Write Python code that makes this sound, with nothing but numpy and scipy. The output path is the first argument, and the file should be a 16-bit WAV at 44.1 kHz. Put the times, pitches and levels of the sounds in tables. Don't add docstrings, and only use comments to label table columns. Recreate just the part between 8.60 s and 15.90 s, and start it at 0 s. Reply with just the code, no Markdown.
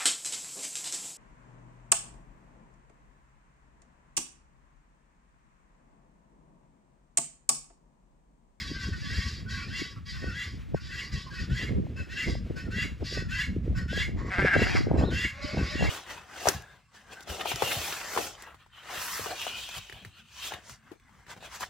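import sys
import numpy as np
from scipy import signal
from scipy.fft import rfft, irfft, next_fast_len
from scipy.io import wavfile
from scipy.ndimage import uniform_filter1d

SR = 44100
rng = np.random.default_rng(int(sys.argv[2]) if len(sys.argv) > 2 else 0)


def unload_wav(signal):
    wavfile.write(
        sys.argv[1],
        SR,
        np.round(np.clip(np.atleast_2d(signal).T, -1, 1) * 32767).astype(np.int16),
    )


N = 321791

# start_s, sum_tone_db, length_s, peak_effort_db
NEAR_LONG_NOTES = [(-.16, 0, 0.19, -26.5), (.46, -5, 0.19, -36), (1.07, 4.5, 0.2, -36.5),
                   (1.69, 0.5, 0.21, -35), (2.28, 3.5, 0.19, -35.5), (2.885, 1, 0.23, -33.5),
                   (3.482, 3.5, 0.23, -32), (4.098, 3.5, .2, -31), (4.68, 3.5, 0.21, -29.5),
                   (5.272, 0.5, 0.22, -30), (5.92, 6.5, 0.18, -29.5), (6.495, 1.5, 0.23, -28),
                   (7.12, 3, 0.21, -31)]
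# start_s, sum_tone_db, length_s, peak_effort_db, peak_at (share of note)
NEAR_SHORT_NOTES = [(.32, 0, 0.074, -40.5, 0.21), (.87, 0, 0.2, -43, 0.84), (1.53, -6, 0.22, -42, 0.78),
                    (2.14, 0, 0.068, -44, 0.53), (2.72, 2, 0.15, -41, 0.6), (3.355, 6, 0.13, -42.5, 0.32),
                    (3.952, 1, 0.15, -40, 0.2), (4.54, 0, 0.14, -38, 0.29), (5.145, -1, 0.12, -38, 0.31),
                    (6.365, 0, 0.14, -38, 0.23), (6.97, 1, 0.13, -37, 0.093)]
# at (share of note), upper_hz, middle_hz, sum_hz, lock (0-1)
LONG_TUNE = [(0, 1395, 1681, 2500, 0.5), (.15, 1500, 1899, 2677, 0.12), (0.42, 1671, 1972, 2741, 0.09),
             (0.68, 1714, 1965, 2774, 0.16), (.705, 1713, 2253, 2882, 0.4), (.79, 1709, 2130, 2780, 0.48),
             (1, 1707, 2106, 2770, 0.15)]
SHORT_TUNE = [(0, 1521, 1850, 2634, 0), (.4, 1524, 1870, 2610, 0), (1, 1384, 1830, 2620, 0)]
LONG_SWELL = 0.65, -14, -19
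SHORT_ENDS = -10, -23.5
# start_s, length_s, peak_effort_db, peak_at (share of note)
OTHER_NOTES = [(-.02, 0.3, -37, 0.047), (0.186, 0.15, -39, 0.33), (0.324, 0.15, -45, 1),
               (0.421, 0.42, -38, 0.5), (0.873, 0.3, -40, 0.16), (1.119, 0.23, -38.5, 0.32),
               (1.446, 0.26, -42.5, 0.2), (1.76, 0.23, -46.5, 0.47), (2.186, 0.33, -44, 0.84),
               (2.509, 0.19, -40, 0.2), (2.698, 0.17, -45.5, 0.83), (3.62, .18, -41, 0.42),
               (4.432, 0.2, -37, 0.55), (5.971, 0.29, -37, 0.7), (6.803, 0.26, -41.5, 0.18),
               (7.02, 0.18, -38, 0.55), (7.19, 0.14, -46, 0.67)]
OTHER_ENDS_DB = -9, -17.5
TONES = [(0, 1, 0), (1, 0, 0), (0, 0, 1), (0, 2, 0), (1, 1, 0), (2, 0, 0), (0, 3, 0), (1, 2, 0), (2, 1, 0),
         (3, 0, 0), (1, 1, 1), (1, 3, 0), (2, 2, 0), (4, 0, 0), (3, 2, 0)]
LONG_TONES = [-25, -0.5, 1, -37, 0, -2.5, -12.5, -15.5, -13.5, -35, -15, -15.5, -13.5, -11, -18.5]
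SHORT_TONES = [-5.5, 3.5, 6, -27, 1.5, -11.5, -33, -40, -38, -27, -10, -23, -5.5, -36, -38]
OTHER_TONES = [-6, -8.5, 1.5, -7.5, -2.5, -3, -3.5, -5, -5, -23, -0.5, -1, -7.5, -51, -51]
# pitch_hz, level_db (per Hz)
NEAR_RASP = [(530, -60), (900, -25.5), (1670, -3.5), (2380, -8), (2760, -11), (3000, -13.5), (7040, -18.5),
             (9200, -28.5), (10000, -28.5), (15200, -35), (16500, -75)]
OTHER_RASP = [(530, -50), (900, -74), (1560, 3), (2160, -6), (2300, -4.5), (3690, -8), (4890, 1.5),
              (8980, -19.5), (11900, -25.5), (15200, -32), (16500, -55)]
NEAR_RASP_DB, OTHER_RASP_DB = -9, -4.5
# pitch_hz, width_hz, level_db
BEAK = [(4136, 165, -11.5), (4870, 340, -13.5), (7000, 390, -22)]
RISE_BEND, FALL_BEND = 1.13, 1.18
JITTER, DRIFT = .025, .00805
SUM_LATE = .32
LINGER = .31

YARD_T60_S, SHEEP_ECHO_DB, SIDES_DB = .24, -9, -8

# time_s, rumble_db, bright_db (flutter over rumble)
WIND = [(0.0, -39.5, -18), (0.59, -30.5, -15), (0.61, -37, -14.5), (1.04, -43, -15.5), (1.08, -33, -16),
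        (1.32, -53.5, -10), (1.38, -36.5, -18), (1.44, -45.5, -19), (1.56, -33.5, -20.5), (1.63, -41, -11),
        (1.68, -29, -17), (1.75, -43.5, -13), (2.11, -39.5, -12), (2.15, -32, -24), (2.19, -41, -18),
        (2.5, -46, -10), (2.54, -29.5, -19), (2.72, -50, -12), (2.84, -31.5, -11), (2.87, -34, -20),
        (2.92, -26, -26), (2.99, -40.5, -12), (3.05, -34.5, -12), (3.13, -35.5, -4), (3.19, -27.5, -13.5),
        (3.23, -34.5, -7.5), (3.33, -39, -9.5), (3.6, -47.5, -6.5), (3.7, -27, -9.5), (3.76, -37, -14),
        (3.78, -31.5, -14), (4.0, -40.5, -8.5), (4.19, -32.5, -16), (4.37, -47, -13), (4.43, -30.5, -8.5),
        (4.49, -44, -16), (4.59, -33, -13), (4.86, -38.5, -26), (4.88, -29, -22.5), (5.67, -34, -7),
        (5.77, -42.5, -8), (5.79, -28.5, -1), (5.85, -34, -10.5), (5.89, -41.5, -5), (6.04, -27.5, -6),
        (6.12, -31, -1), (6.14, -26, -5), (6.25, -27.5, -10.5), (6.32, -26.5, -9.5), (6.44, -27.5, -3.5),
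        (6.52, -27.5, -9), (6.61, -40, -11), (6.67, -33, -16), (6.73, -70, -21), (6.85, -38, -11),
        (6.91, -44, -10), (6.99, -28.5, -5), (7.15, -42.5, -11.5), (7.26, -24, -4.5), (7.3, -29, -6)]
# pitch_hz, level_db (per Hz)
RUMBLE = [(8.8, -33), (15, -44), (42, -0.5), (64, 5), (210, -7.5), (249, -13), (290, -19.5), (434, -41),
          (600, -65), (780, -74), (1320, -120)]
FLUTTER = [(60, 2), (150, 6.5), (300, 5.5), (500, -2.5), (750, -15), (1000, -39.5), (1500, -61)]
CRACKLE = [(300, -19), (600, 0), (900, 4.5), (1300, 1.5), (1800, -56)]
CALM_DB = -47
CRACKLE_DB = 18
FLARE_DB, FLARE_S = -19.5, .014
PORT_LAG = .45

# pitch_hz, level_db (per Hz)
AIR = [(350, -28), (550, -30), (800, -12), (1100, -6), (2040, -3), (2490, -5.5), (7970, -22.5),
       (11000, -26.5), (16500, -30)]
AIR_DB = -60.5

# time_s, level_db, base_hz (scaled along the pop)
POPS = [(0.114, -28, 214), (0.287, -27, 190), (1.218, -27.5, 244), (1.64, -27.5, 344.5),
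        (2.144, -17, 423.3), (2.886, -33, 221), (2.909, -27.5, 170), (3.03, -31, 201.3),
        (3.047, -31.5, 259.4), (3.091, -34, 330), (3.106, -25, 256), (3.181, -22.5, 175.7),
        (3.197, -25, 235.1), (3.266, -39, 560), (3.68, -23.5, 204), (3.751, -32, 491), (3.906, -27, 302),
        (4.086, -26.5, 208), (4.181, -30, 298), (4.257, -28.5, 203), (4.425, -29, 412), (4.524, -33, 330),
        (4.573, -28, 397), (4.621, -33, 295), (4.892, -33, 142), (4.963, -23, 243), (5.077, -26.5, 297),
        (5.328, -30, 428), (5.374, -26.5, 380), (5.49, -31, 283), (5.561, -30.5, 247), (5.646, -34, 310),
        (5.824, -21.5, 307), (5.847, -15.5, 357), (5.962, -15, 425), (5.993, -25, 400), (6.019, -15.5, 344),
        (6.149, -20, 300), (6.205, -25, 237), (6.268, -19, 328), (6.281, -28, 328), (6.312, -16, 463),
        (6.329, -29, 500), (6.34, -18.5, 302), (6.362, -21.5, 430), (6.381, -23.5, 417), (6.396, -30, 453),
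        (6.41, -24.5, 530), (6.423, -25.5, 443), (6.437, -21.5, 480), (6.452, -29, 392), (6.484, -27, 327),
        (6.524, -33, 290), (6.648, -32, 237), (6.845, -28.5, 201), (6.945, -28, 410), (6.97, -25.5, 560),
        (7.011, -25, 265), (7.154, -24.5, 255), (7.208, -24.5, 477), (7.223, -18, 492), (7.239, -27.5, 743),
        (7.249, -28.5, 498)]
POP_TURN = .04
POP_CYCLES = .55, .8

# start_s, length_s, first_hz, middle_hz, last_hz, level_db
THIN_NOTES = [(6.42, .055, 2900, 3620, 3950, -51), (6.47, .055, 3950, 3550, 2850, -50.5),
              (6.44, .08, 3700, 4100, 3500, -55), (2.66, .045, 1110, 1043, 990, -50),
              (.96, .12, 2385, 2310, 2500, -50), (.13, .17, 1582, 1550, 1528, -44),
              (.42, .06, 1735, 1722, 1710, -48), (.855, .135, 1460, 1575, 1610, -47),
              (2.7, .06, 1607, 1618, 1630, -49), (6.76, .2, 575, 600, 610, -51),
              (7.1, .055, 600, 610, 600, -50), (1.36, .03, 1330, 1340, 1330, -57),
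              (1.36, .035, 1130, 1150, 1120, -55)]
SHIVER = .013

# time_s, effort_db, pitch_hz, mouth (factor on the throat)
MURMUR = [(5.565, -56, 178, 0.93), (5.593, -44, 179, 0.94), (5.645, -51, 181.7, 0.98),
          (5.7, -42, 182, 0.98)]
BLEAT = [(5.695, -41, 179.2, 1.2), (5.712, -33.5, 180.6, 1.0), (5.745, -28, 178.2, 0.93),
         (5.765, -32.5, 177.2, 1.02), (5.805, -26.5, 196.7, 0.96), (5.84, -30.5, 183, 1.08),
         (5.862, -24, 202.3, 1.015), (5.885, -28.5, 182.4, 1.01), (5.908, -32, 174.3, 1.06),
         (5.925, -27.5, 206.9, 1.01), (5.94, -22.5, 216.5, 1), (5.955, -26, 190.2, 0.987),
         (5.975, -37, 181.2, 1.03), (6.005, -30.5, 187.1, 1), (6.03, -31, 179.8, 1.02),
         (6.053, -37.5, 187.2, 1.0), (6.07, -30.5, 194, 0.96), (6.11, -38, 178.7, 1.2),
         (6.168, -26, 184.7, 1), (6.2, -46, 182, 0.93), (6.27, -52, 180.2, 0.97), (6.37, -51.5, 179.5, 1.0)]
LAMB = [(6.68, -58, 278, 1), (6.744, -46.5, 275.5, 0.94), (6.838, -41, 277.5, 0.96),
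        (7.2, -43.5, 280, 0.98)]
# pitch_hz, width_hz, level_db
CLOSED_THROAT = [(726, 150, -22), (1125, 210, 3.5), (1510, 540, -9), (2010, 380, 3), (4800, 2700, -7.5),
                 (7560, 370, -16)]
SHEEP_THROAT = [(717, 205, -10.5), (1370, 410, -7), (1623, 196, -1.5), (2130, 390, -1), (2694, 98, -12),
                (2930, 1400, -14), (5060, 1100, -21.5), (7400, 4100, -27)]
LAMB_THROAT = [(616, 280, -6), (1230, 350, -4.5), (1557, 140, -6), (1895, 420, -6), (2252, 126, 1.5),
               (2590, 320, -4), (4500, 2700, -5.5)]
SHEEP_QUAVER = 13.8, .5, .55
# time_s, level_db
SING = [(5.7, -2.5), (5.78, -2), (5.81, 3), (5.855, 1), (5.885, 5.5), (5.93, 9), (5.96, 4), (6.0, 1),
        (6.04, 0), (6.07, 1), (6.12, 0), (6.17, -7.5), (6.3, 0)]
SING_HZ = 1620
SHEEP_ROUGH, MURMUR_ROUGH, LAMB_ROUGH = .29, .7, .55
ROUGH_SLOPE = .8
FOLD_JITTER, FOLD_SHIMMER_DB = .034, 2.4
PUFF_FLOOR, PUFF_SHARE = .3, .45
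MOUTH_WAVER = .009

# pitch_hz, lead of the left (radians)
PORT_TURN = [(20, -.95), (520, -.9), (780, .4), (1720, .55), (2600, .35), (4200, .12), (8000, -.1),
             (8800, -3.14), (9500, -3.3), (10400, -5.9), (11600, -6.4), (12700, -9.2), (13700, -9.5),
             (14600, -12.3), (16500, -12.8)]
EDGE_HZ = 15800
LEFT_RIGHT = np.array([[1], [-1]])


def gain_of(db):
    return 10 ** (np.asarray(db) / 20)


def evened(x):
    return x / np.sqrt(np.mean(x ** 2) + 1e-20)


def read(points, hz):
    f, value = np.transpose(points)
    return np.interp(np.log(hz + 1), np.log(f + 1), value)


def add(mix, s, sound):
    at = round(s * SR)
    sound = sound[..., max(-at, 0):]
    part = mix[..., max(at, 0):][..., :sound.shape[-1]]
    part += sound[..., :part.shape[-1]]


def played(rows):
    s, *columns = np.transpose(rows)
    t = np.arange(s[0], s[-1], 1 / SR)
    return s[0], [np.interp(t, s, c) for c in columns]


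def coloured(x, points):
    size = next_fast_len(x.shape[-1])
    gains = gain_of(read(points, np.fft.rfftfreq(size, 1 / SR)))
    return evened(irfft(rfft(x, size) * gains, size)[..., :x.shape[-1]])


def wobble(count, seconds):
    size = max(round(seconds * SR), 1)
    return evened(uniform_filter1d(uniform_filter1d(rng.standard_normal(count), size), size))


def resonate(x, hz, width):
    turn = np.exp(2j * np.pi * np.cumsum(hz * np.ones(len(x))) / SR)
    r = np.exp(-np.pi * width / SR)
    once = signal.lfilter([1 - r], [1, -r], x / turn + 1e-18)
    return 2 * (turn * signal.lfilter([1 - r], [1, -r], once)).real


def swell(length, peak_db, peak_at, start_db, end_db):
    share, peak_at = np.linspace(0, 1, round(length * SR)), np.clip(peak_at, .05, .95)
    before = np.maximum(1 - share / peak_at, 0)
    after = np.maximum((share - peak_at) / (1 - peak_at), 0)
    return share, peak_db + start_db * before ** RISE_BEND + end_db * after ** FALL_BEND


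def syrinx(effort_db, upper_hz, lower_hz, middle_hz, tones_db, rasp, rasp_db, lock, sum_db):
    n = len(effort_db)
    drop_db = effort_db.max() - effort_db
    turns = []
    for hz in (upper_hz, lower_hz, middle_hz):
        stray = 1 + JITTER * wobble(n, .00249) + DRIFT * wobble(n, .04)
        turns.append(np.cumsum(hz * stray) / SR + rng.random())
    tones = np.zeros(n)
    for (a, b, c), db in zip(TONES, tones_db):
        level_db = db + 5.65 * np.minimum(wobble(n, .021), 1)
        level_db = level_db + .038 * (a + b + c + .5) * drop_db
        level_db = level_db + lock * (-2 - 25 * a)
        if (a, b, c) == (1, 0, 0):
            level_db = level_db + LINGER * drop_db
        if (a, b, c) == (1, 1, 0):
            level_db = level_db + sum_db - SUM_LATE * drop_db
        tones += gain_of(level_db) * np.cos(2 * np.pi * (a * turns[0] + b * turns[1] + c * turns[2]))
    hiss = rng.standard_normal(n)
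    breath = coloured(hiss, rasp)
    for hz, width, db in BEAK:
        ring = evened(resonate(hiss, hz * (1 + .033 * wobble(n, .049)), width))
        breath = breath + gain_of(db + 3.2 * wobble(n, .014)) * ring
    breath = breath * gain_of(1.73 * wobble(n, .018))
    mix = (evened(tones) + gain_of(rasp_db) * breath) / np.sqrt(1 + gain_of(2 * rasp_db))
    return gain_of(effort_db) * mix * signal.windows.tukey(n, .2)


def near_fowl():
    out = np.zeros(N)
    for notes, rule, tune, tones_db in (
            (NEAR_LONG_NOTES, LONG_SWELL, LONG_TUNE, LONG_TONES),
            (NEAR_SHORT_NOTES, SHORT_ENDS, SHORT_TUNE, SHORT_TONES)):
        at, *curves = np.transpose(tune)
        for s, sum_db, *note in notes:
            share, effort_db = swell(*note, *rule)
            upper_hz, middle_hz, sum_hz, lock = (np.interp(share, at, c) for c in curves)
            add(out, s, syrinx(effort_db, upper_hz, sum_hz - upper_hz, middle_hz, tones_db,
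                               NEAR_RASP, NEAR_RASP_DB, lock, sum_db))
    return out


def other_fowl():
    out = np.zeros(N)
    for s, *note in OTHER_NOTES:
        _, effort_db = swell(*note, *OTHER_ENDS_DB)
        n = len(effort_db)
        upper_hz, lower_hz, middle_hz = (hz * (1 + .025 * wobble(n, .05)) for hz in (1580, 1140, 1950))
        add(out, s, syrinx(effort_db, upper_hz, lower_hz, middle_hz, OTHER_TONES,
                           OTHER_RASP, OTHER_RASP_DB, 0, 0))
    return out


def yard(x, t60, start_s):
    t = np.arange(SR // 2) / SR
    taps = rng.choice([-1., 1.], len(t)) * (rng.random(len(t)) < .05)
    taps = taps * gain_of(-60 * t / t60) * (t > start_s)
    return signal.fftconvolve(x, taps / np.linalg.norm(taps))[:N]


def wind():
    _, curves = played(WIND)
    rumble_db, bright_db = (np.append(c, [c[-1]] * SR)[:N] for c in curves)
    rumble_db = 10 * np.log10(gain_of(2 * rumble_db) + gain_of(2 * CALM_DB))
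    lumps, puffs = wobble(N, .022), wobble(N, .013)
    rumble = evened(coloured(rng.standard_normal(N), RUMBLE) * gain_of(2.5 * lumps))
    puffed = rng.standard_normal(N) * gain_of(1.8 * lumps + 3.7 * np.minimum(puffs, 1.4))
    t = np.arange(N) / SR
    flares = sum(gain_of(db + FLARE_DB) * 2 / (2 + ((t - s) / FLARE_S) ** 4) for s, db, _ in POPS)
    strength = gain_of(rumble_db + bright_db) + flares
    crackle = gain_of(CRACKLE_DB) * (strength - .49 * flares) ** 2 * coloured(puffed, CRACKLE)
    gust = gain_of(rumble_db) * rumble + strength * coloured(puffed, FLUTTER) + crackle
    lag = PORT_LAG * wobble(N, .12) * LEFT_RIGHT
    ports = (signal.hilbert(gust, next_fast_len(N))[:N] * np.exp(1j * lag)).real
    return ports * gain_of(1.1 * wobble(N, .023) * LEFT_RIGHT)


def air():
    waver_db = 2.2 * wobble(N, .034)
    return gain_of(AIR_DB + waver_db) * coloured(rng.standard_normal(N), AIR)


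def pops():
    out, t = np.zeros((2, N)), np.arange(-900, 900) / SR
    least, spread = POP_CYCLES
    for s, db, hz in POPS:
        phase, side, chance = rng.random(3)
        cycles = least + spread * chance ** 2
        quick = np.cumsum(hz * (.303 + 1.195 * np.exp(-(t * hz / cycles) ** 2))) / SR
        lead = POP_TURN * np.sign(side - .5) * LEFT_RIGHT
        burst = np.exp(-np.abs(t / .0068) ** 1.35) * np.cos(2 * np.pi * (quick + phase + lead))
        add(out, s + .00288 + t[0], gain_of(db) * burst)
    return signal.sosfiltfilt(signal.butter(2, 1800, fs=SR, output="sos"), out)


def thin_notes():
    out = np.zeros(N)
    for s, length, first_hz, middle_hz, last_hz, db in THIN_NOTES:
        u = np.linspace(-1, 1, round(length * SR))
        bow_hz = (first_hz + last_hz) / 2 - middle_hz
        hz = middle_hz + (last_hz - first_hz) / 2 * u + bow_hz * u ** 2
        hz = hz * (1 + SHIVER * wobble(len(u), .0013))
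        flutter_db = 3 * wobble(len(u), .0036)
        tone = np.sqrt(2) * np.sin(2 * np.pi * np.cumsum(hz) / SR)
        add(out, s, gain_of(db + flutter_db) * tone * signal.windows.tukey(len(u), .3))
    return out


def bleat(rows, throat, rough, quaver_hz, quaver_db, turn):
    s, (effort_db, hz, mouth) = played(rows)
    n = len(hz)
    t = np.arange(n) / SR
    quaver = np.cos(2 * np.pi * (quaver_hz * t - turn))
    sing_db = np.interp(s + t, *np.transpose(SING))
    turns = np.cumsum(hz * (1 + FOLD_JITTER * wobble(n, .006) + .019 * quaver)) / SR
    folds = sum(np.cos(2 * np.pi * k * turns) for k in range(1, 40))
    folds = evened(folds * gain_of(FOLD_SHIMMER_DB * wobble(n, .0039)))
    puffs = evened((PUFF_FLOOR + np.exp(-(turns % 1) / PUFF_SHARE)) * rng.standard_normal(n))
    voice = np.zeros(n)
    for k, (f, width, db) in enumerate(throat):
        noise_share = np.clip(rough * (f / SING_HZ) ** ROUGH_SLOPE, 0, 1)
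        drive = (1 - noise_share) * folds + noise_share * puffs
        ring = evened(resonate(drive, f * (mouth + MOUTH_WAVER * wobble(n, .018)), width))
        nearness = np.exp(-(np.log(f / SING_HZ) / .076) ** 2)
        voice += (-1) ** k * gain_of(db + sing_db * nearness) * ring
    out = np.zeros(N)
    voice = evened(voice * gain_of(quaver_db * quaver))
    add(out, s, gain_of(effort_db) * voice * signal.windows.tukey(n, .04))
    return out


def sheep():
    murmur = bleat(MURMUR, CLOSED_THROAT, MURMUR_ROUGH, *SHEEP_QUAVER)
    return murmur + bleat(BLEAT, SHEEP_THROAT, SHEEP_ROUGH, *SHEEP_QUAVER)


def lamb():
    return bleat(LAMB, LAMB_THROAT, LAMB_ROUGH, quaver_hz=9., quaver_db=.54, turn=.11)


def scene():
    calls = near_fowl() + other_fowl()
    middle = calls + gain_of(-5.5) * yard(calls, YARD_T60_S, .0072) + air()
    close = thin_notes() + sheep()
    middle = middle + close + gain_of(SHEEP_ECHO_DB) * yard(close, YARD_T60_S, .007)
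    far = lamb()
    middle = middle + gain_of(-3.5) * (far + yard(far, .97, .0074))
    below_treble = signal.butter(6, 1900, fs=SR, output="sos")
    sides = signal.sosfilt(below_treble, yard(middle, .071, .00044))
    return middle + gain_of(SIDES_DB) * sides * LEFT_RIGHT + wind() + pops()


def record(dry):
    size = next_fast_len(N)
    lead = read(PORT_TURN, np.fft.rfftfreq(size, 1 / SR))
    turn = np.exp(.5j * lead * LEFT_RIGHT)
    ports = irfft(rfft(dry, size) * turn, size)[:, :N]
    band = signal.firwin(511, EDGE_HZ, window=("kaiser", 9), fs=SR)
    return signal.oaconvolve(ports, band[None], "same")


dry = scene()
out = record(dry)
unload_wav(out)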